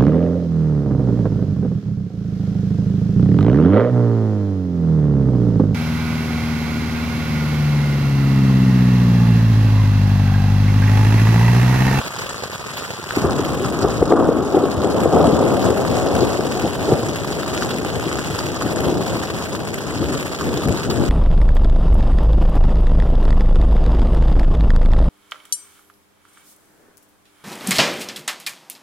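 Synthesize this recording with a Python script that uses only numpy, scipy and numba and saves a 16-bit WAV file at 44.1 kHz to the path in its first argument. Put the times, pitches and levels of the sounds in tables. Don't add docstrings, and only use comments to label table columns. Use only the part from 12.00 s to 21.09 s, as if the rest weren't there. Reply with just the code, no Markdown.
import sys
import numpy as np
from scipy import signal
from scipy.fft import rfft, irfft
from scipy.io import wavfile
from scipy.ndimage import uniform_filter1d
from numba import njit

SR = 44100
rng = np.random.default_rng(int(sys.argv[2]) if len(sys.argv) > 2 else 0)


def inscribe(sig):
    pcm = np.round(np.clip(np.atleast_2d(sig).T, -1, 1) * 32767)
    wavfile.write(sys.argv[1], SR, pcm.astype(np.int16))


N = 400869
TIME = np.arange(N) / SR
THUNDER_START_S = 1.16


def undb(db):
    return 10 ** (np.asarray(db) / 20)


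def unit(x):
    return x / np.sqrt(np.mean(x ** 2))


def curves(table):
    times, *columns = np.transpose(table)
    return [np.interp(TIME, times, column) for column in columns]


def log_gains(points):
    hz, db = np.transpose(points)
    bins = np.linspace(0, SR / 2, 2 ** 18 + 1)
    return np.log(undb(np.interp(np.log(bins + 1), np.log(hz), db)))


def colour(x, points):
    cepstrum = irfft(log_gains(points))
    n = len(cepstrum)
    cepstrum[1:n // 2] *= 2
    cepstrum[n // 2 + 1:] = 0
    return irfft(rfft(x, n) * np.exp(rfft(cepstrum)))[..., :N]


def keep_band(x, order, hz, kind):
    return signal.sosfilt(signal.butter(order, hz, kind, fs=SR, output="sos"), x)


def place(at, values):
    return np.bincount(np.clip(at, 0, N).astype(int).ravel(), values.ravel(), N + 1)[:N]


def drift(turns_per_s):
    step = int(SR / turns_per_s)
    return uniform_filter1d(np.repeat(rng.standard_normal(N // step + 1), step), step)[:N]


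def tint(x, depth_db=4.5, spacing_octaves=2.394):
    spectrum = rfft(x)
    octave = np.log2(np.arange(spectrum.shape[1]) + 1)
    db = depth_db * np.cos(2 * np.pi * (octave / spacing_octaves + rng.random((len(x), 1))))
    return irfft(spectrum * unit(undb(db)), x.shape[1])


def drop_hits(times, tap_gain, hz, splash_gain, ring_cycles=1.53, give_s=0.027, splash_s=0.0062,
              thud_db=-24, thud_hz=120, droplet_share=.07, mic_lag_s=.00015, samples=900):
    t = np.arange(samples) / SR
    side, lean, slack, wetness = rng.uniform(-1, 1, (len(times), 4)).T[..., None]
    cycles = hz[:, None] * give_s * np.log1p(t / give_s)
    ring = np.sin(2 * np.pi * cycles) * np.exp(-cycles / ring_cycles)
    thud = undb(thud_db) * np.sin(2 * np.pi * thud_hz * 2 ** slack * t) * (1 - t / t[-1]) ** 2
    tap = ring + thud
    droplets = rng.standard_normal(tap.shape) * (rng.random(tap.shape) < droplet_share)
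    splash = tint(droplets / np.sqrt(droplet_share)) * np.exp(-t / (splash_s * 2 ** wetness))
    taps, splashes = [], []
    for mic in (1, -1):
        at = np.round(times[:, None] * SR + mic * side * mic_lag_s * SR) + np.arange(samples)
        gain = undb(mic * lean * 5.4)
        taps.append(place(at, tap * gain * tap_gain[:, None]))
        splashes.append(place(at, splash * gain * splash_gain[:, None]))
    return np.array(taps), np.array(splashes)


# (frequency [Hz], left level [dB], right level [dB])
SPLASH_TONE = [(293, -18.5, -3), (1420, 5.5, 4), (3970, 0.5, -4.5), (4390, 2.5, 4), (5680, -3, -4.5),
               (6930, 2, -2.5), (11330, -10, -12), (12800, -13, -8), (17000, -17, -18.5)]


def spray(x):
    hz, left, right = np.transpose(SPLASH_TONE)
    return np.array([colour(x[0], np.c_[hz, left]), colour(x[1], np.c_[hz, right])])


# (frequency [Hz], level [dB])
CLOTH_TONE = [(25, -42), (45, -13), (75, 5.5), (130, 10.5), (240, 8), (480, -1), (800, -5), (1250, -1),
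              (2000, -6), (3200, 7.5), (6000, -27.5), (15000, -12)]
# (time [s], added level [dB])
RAIN_STRENGTH = [(0, 1), (2, 0.9), (4, 3), (5.5, 3), (7.7, 1.87), (9, 2)]


def rain(tap_db=-33, splash_db=-36.0, hiss_db=-45, tap_hz=1000, scatter_db=3.0, count=4800):
    when, weight, pitch, wetness = rng.random((count, 4)).T
    size = undb(-scatter_db * np.log(weight + .022))
    ring_hz = tap_hz * 2 ** (2.4 * (pitch - .5))
    taps, splashes = drop_hits(when * N / SR, size, ring_hz, size * undb(6.4 * wetness))
    patter = unit(colour(taps, CLOTH_TONE)) * undb(tap_db) + unit(spray(splashes)) * undb(splash_db)
    hiss = unit(spray(rng.standard_normal((2, N)))) * undb(hiss_db + drift(2.0))
    strength_db, = curves(RAIN_STRENGTH)
    return (patter + hiss) * undb(strength_db + drift(8.3) / 2)


# (time [s], relative tap level [dB], starting pitch [Hz], relative splash level [dB])
BIG_DROPS = [(0.015, -19, 1460, -36.5), (0.062, -22, 1400, -34.5), (0.1625, -21, 1090, -37.5),
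             (0.2203, -21.5, 1350, -37), (0.26, -20, 654, -36), (0.308, -21, 1400, -40),
             (0.4364, -16.5, 696, -29), (0.7684, -25, 1300, -31), (1.108, -10.5, 1840, -39),
             (1.6471, -16.5, 1520, -30.5), (1.8205, -27, 1250, -31), (1.902, -22, 1710, -35.5),
             (3.851, -15, 1430, -39), (5.158, -21, 1560, -34), (5.432, -18, 1500, -36),
             (5.5767, -14, 2600, -36), (5.6234, -10.5, 1680, -32.5), (5.7067, -18, 1470, -31.5),
             (6.115, -16, 1450, -46), (6.187, -18, 1740, -29), (6.388, -21, 1410, -32),
             (6.613, -15, 1480, -40), (6.835, -23, 1300, -35.5), (8.1432, -23, 1550, -38),
             (8.41, -19, 1400, -33), (8.902, -30, 1300, -29)]


def heavy_drops(tap_boost_db=3, splash_boost_db=8):
    times, tap_db, hz, splash_db = np.transpose(BIG_DROPS)
    taps, splashes = drop_hits(times, undb(tap_db + tap_boost_db), hz, undb(splash_db + splash_boost_db),
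                               ring_cycles=0.97, give_s=0.0049, splash_s=0.012, mic_lag_s=.00004)
    return taps + spray(splashes)


def shocks(times, size, hz):
    at = np.round(times * SR)
    length = np.round(2 / 3 * SR / hz)
    fall = 2 * size / length
    slope = np.cumsum(place(at + length, fall) - place(at, fall))
    return np.cumsum(place(at, size) + place(at + length, size) + slope)


# (frequency [Hz], level [dB])
AIR_TONE = [(27, -23), (40, -18), (60, -6), (120, -2), (220, 2.5), (410, -0.5), (560, -2), (740, -5.5),
            (950, -11), (1280, -9), (2000, -25), (3500, -29.5), (8000, -79)]


def through_air(x):
    return colour(x, AIR_TONE)


def shock_stream(hz, scatter_db, count):
    when, size, pitch = rng.random((count, 3)).T
    times = (np.arange(count) + 4 * when) / count * N / SR
    gain = undb(-scatter_db * np.sqrt(size))
    return unit(through_air(shocks(times, gain, hz * 2 ** (1.295 * (pitch - .5)))))


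def water_bounce(x, db, lag_s=0.002533):
    return (x + undb(db) * np.roll(x, int(lag_s * SR), axis=-1)) / np.hypot(1, undb(db))


def tear(hz=995, lowest_hz=950, start_db=-12.5, fade_db_per_s=3):
    rip = keep_band(shock_stream(hz, 16.6, count=7000), 3, lowest_hz, "high")
    return unit(rip) * undb(start_db - fade_db_per_s * (TIME - THUNDER_START_S))


def shock_powers(db, near_db, boom_db):
    near = 1 / (1 + undb(-2 * near_db))
    return undb(2 * db) * np.array([[near], [1 - near], [undb(2 * boom_db)]])


# (peak time [s], mid-range level [dB],
# rise [s], fall [s], near over far shocks [dB], boom over mid-range [dB])
THUNDER_SWELLS = [(1.26, -26.5, 0.13, 0.13, 1, 1.5), (1.86, -30, 0.23, 0.051, -10, -4),
                  (2.16, -9.5, 0.071, 0.29, -4.5, -7), (2.6, -12.5, 0.094, 0.18, -3, -13),
                  (3.2, -14, 0.38, 0.56, 4.5, -5), (4.15, -21, 1, 0.38, 20, -2.5),
                  (4.95, -19, 0.17, 0.096, 13, -7), (5.65, -31, 0.49, 0.55, 14, -16),
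                  (6.92, -20, 0.28, 0.28, 2, -1.5), (7.65, -28, 0.17, 0.13, 3, -1),
                  (8.04, -23.5, 0.15, 0.25, -16, 2), (8.46, -22.5, 0.065, 0.26, -7, 0),
                  (8.71, -20.5, 0.077, 0.067, -8, 2), (8.98, -20, 0.16, 0.18, -8.5, 2.5)]


def swells(rumble_db=-23, fade_db_per_s=1, onset_s=0.016, roundness=1.58):
    age = TIME - THUNDER_START_S
    power = shock_powers(rumble_db, near_db=-3, boom_db=0.5) * undb(-2 * fade_db_per_s * age)
    for peak_s, db, rise_s, fall_s, near_db, boom_db in THUNDER_SWELLS:
        off_peak = np.abs(TIME - peak_s) / np.where(TIME < peak_s, rise_s, fall_s)
        hump = np.exp(-2 * off_peak ** roundness)
        power = power + shock_powers(db, near_db, boom_db) * hump
    return np.sqrt(power) * np.clip(age / onset_s, 0, 1)


def thunder_roll(near_hz=620, far_hz=295, boom_hz=138, near_echo_db=-7, boom_echo_db=-6,
                 boom_lag_s=0.0002, lump_db=1.72, lumps_per_s=22):
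    near, far, booming = swells()
    sides = np.array([[1], [-1]])
    bright = shock_stream(near_hz, 9.8, count=9000)
    bright = bright + sides * undb(near_echo_db) * shock_stream(near_hz, 3.8, count=9000)
    bright = keep_band(bright, 4, 1000, "low")
    dull = keep_band(shock_stream(far_hz, 11.0, count=6000), 2, [225, 520], "band")
    dull = water_bounce(dull, db=-16.0)
    mid_range = near * unit(bright) + far * unit(dull) + np.hypot(near, far) * tear()
    deep = shock_stream(boom_hz, 7.3, count=3000)
    deep_echo = sides * undb(boom_echo_db) * shock_stream(89, 3.5, count=3000)
    boom = np.array([deep, np.roll(deep, int(boom_lag_s * SR))]) + deep_echo
    boom = unit(keep_band(boom, 3, 210, "low")) * undb(-3)
    lumps = undb(lump_db * drift(lumps_per_s))
    return (mid_range + booming * boom) * lumps


# (time [s], relative level [dB], spread of arrivals [s], pitch [Hz])
THUNDER_CLAPS = [(1.171, -11.5, 0.0017, 302), (1.245, -11.5, 0.0083, 290), (1.25, -15, 0.0073, 1100),
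                 (1.255, -11, 0.022, 91), (1.396, -16, 0.0043, 356), (1.462, -19, 0.0076, 330),
                 (1.603, -20, 0.0047, 270), (1.834, -12, 0.011, 106), (1.843, -7.5, .009, 430),
                 (1.846, -16, 0.0099, 1150), (2.02, -6.5, 0.014, 62), (2.024, -4, 0.0035, 398),
                 (2.109, -7.5, 0.0043, 510), (2.118, -9, 0.0056, 1100), (2.121, -1.5, 0.0026, 440),
                 (2.135, 2, 0.005, 410), (2.29, -4.5, 0.0035, 337), (2.315, -7, 0.0036, 368),
                 (2.545, -7, 0.0059, 453), (2.57, -1.5, 0.0093, 434), (2.636, -7, 0.0084, 360),
                 (2.768, -9.5, 0.013, 128), (2.851, -10.5, 0.0063, 384), (3.057, -6.5, 0.0028, 400),
                 (3.13, -8.5, .007, 484), (3.169, -6.5, 0.006, 630), (3.205, -5.5, 0.0045, 536),
                 (3.279, -10, 0.0055, 314), (3.326, -8.5, 0.0077, 189), (3.7, -11.5, 0.013, 403),
                 (3.884, -15.5, 0.011, 163), (4.223, -9.5, 0.00465, 407), (4.39, -13.5, 0.0032, 510),
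                 (4.58, -14, .02, 520), (4.644, -12, 0.014, 163.6), (4.652, -12.5, 0.0091, 500),
                 (4.885, -12.5, 0.0035, 420), (4.922, -6.5, 0.0037, 420), (4.927, -8, 0.0066, 173),
                 (5.032, -13, 0.011, 198), (5.795, -16.5, .028, 210), (6.062, -17, 0.01, 208),
                 (6.308, -13, 0.031, 151), (6.652, -16, 0.0083, 200), (6.91, -11.5, 0.034, 263),
                 (8.045, -13.5, 0.014, 110), (8.678, -15, 0.013, 310), (8.681, -7, 0.012, 106)]


def thunder_claps(others_db=-1, trim_db=-0.14, bounce_db=-4, span_s=.01, count=18):
    out = np.zeros(N)
    for time, db, spread_s, hz in THUNDER_CLAPS:
        delay, size, pitch = rng.standard_normal((count, 3)).T
        size = undb(others_db + size - 2 * np.abs(delay))
        delay[0], pitch[0], size[0] = 0, 0, 1
        knot = shocks(time + spread_s * delay, size, hz * np.exp(0.25 * pitch))
        window = slice(int((time - .15) * SR), int((time + .15) * SR))
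        knot = keep_band(knot[window], 2, [0.5 * hz, 1.79 * hz], "band")
        knot = water_bounce(knot, bounce_db)
        strength = np.sqrt(np.sum(knot ** 2) / (span_s * SR))
        out[window] += undb(db + trim_db) * knot / strength
    return through_air(out)


# (time [s], left minus right [dB])
THUNDER_SIDE = [(1.2, 1.5), (1.5, 2), (4.18, 5.5), (4.8, 2), (6.8, 3.5), (8.63, 2.0), (9.0, 5)]


def scene():
    side_db, = curves(THUNDER_SIDE)
    left_right = undb(np.array([side_db, -side_db]) / 2)
    return (thunder_roll() + thunder_claps()) * left_right + rain() + heavy_drops()


# (frequency [Hz], level [dB])
OTHER_MIC_SHARE = [(60, -18), (300, -8), (700, -3), (1100, -.4), (2200, -.3), (3300, -.6), (5500, -3.5),
                   (8000, -10), (11000, -26)]


def widen(x, lag_samples=20):
    share = np.exp(log_gains(OTHER_MIC_SHARE))
    other = irfft(rfft(x[::-1], 2 * (len(share) - 1)) * share)[:, :N]
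    return x - np.pad(other, ((0, 0), (lag_samples, 0)))[:, :N]


@njit
def hold_peaks(excess, release):
    out, held = np.empty(len(excess)), 0.
    for i in range(len(excess)):
        held = max(excess[i], held * release)
        out[i] = held
    return out


def limiter(x, ceiling_db=0, attack_s=0.0009, release_s=0.3):
    excess_db = np.maximum(20 * np.log10(np.abs(x).max(0) + 1e-9) - ceiling_db, 0)
    held_db = hold_peaks(excess_db, np.exp(-1 / (release_s * SR)))
    lag = np.exp(-1 / (attack_s * SR))
    cut_db = signal.lfilter([1 - lag], [1, -lag], held_db)
    return np.clip(x * undb(-cut_db), -1, 1)


def record(dry, top_hz=16000):
    treble_cut = signal.ellip(10, .2, 80, top_hz, fs=SR, output="sos")
    return signal.sosfilt(treble_cut, limiter(widen(dry)))


dry = scene()
out = record(dry)
inscribe(out)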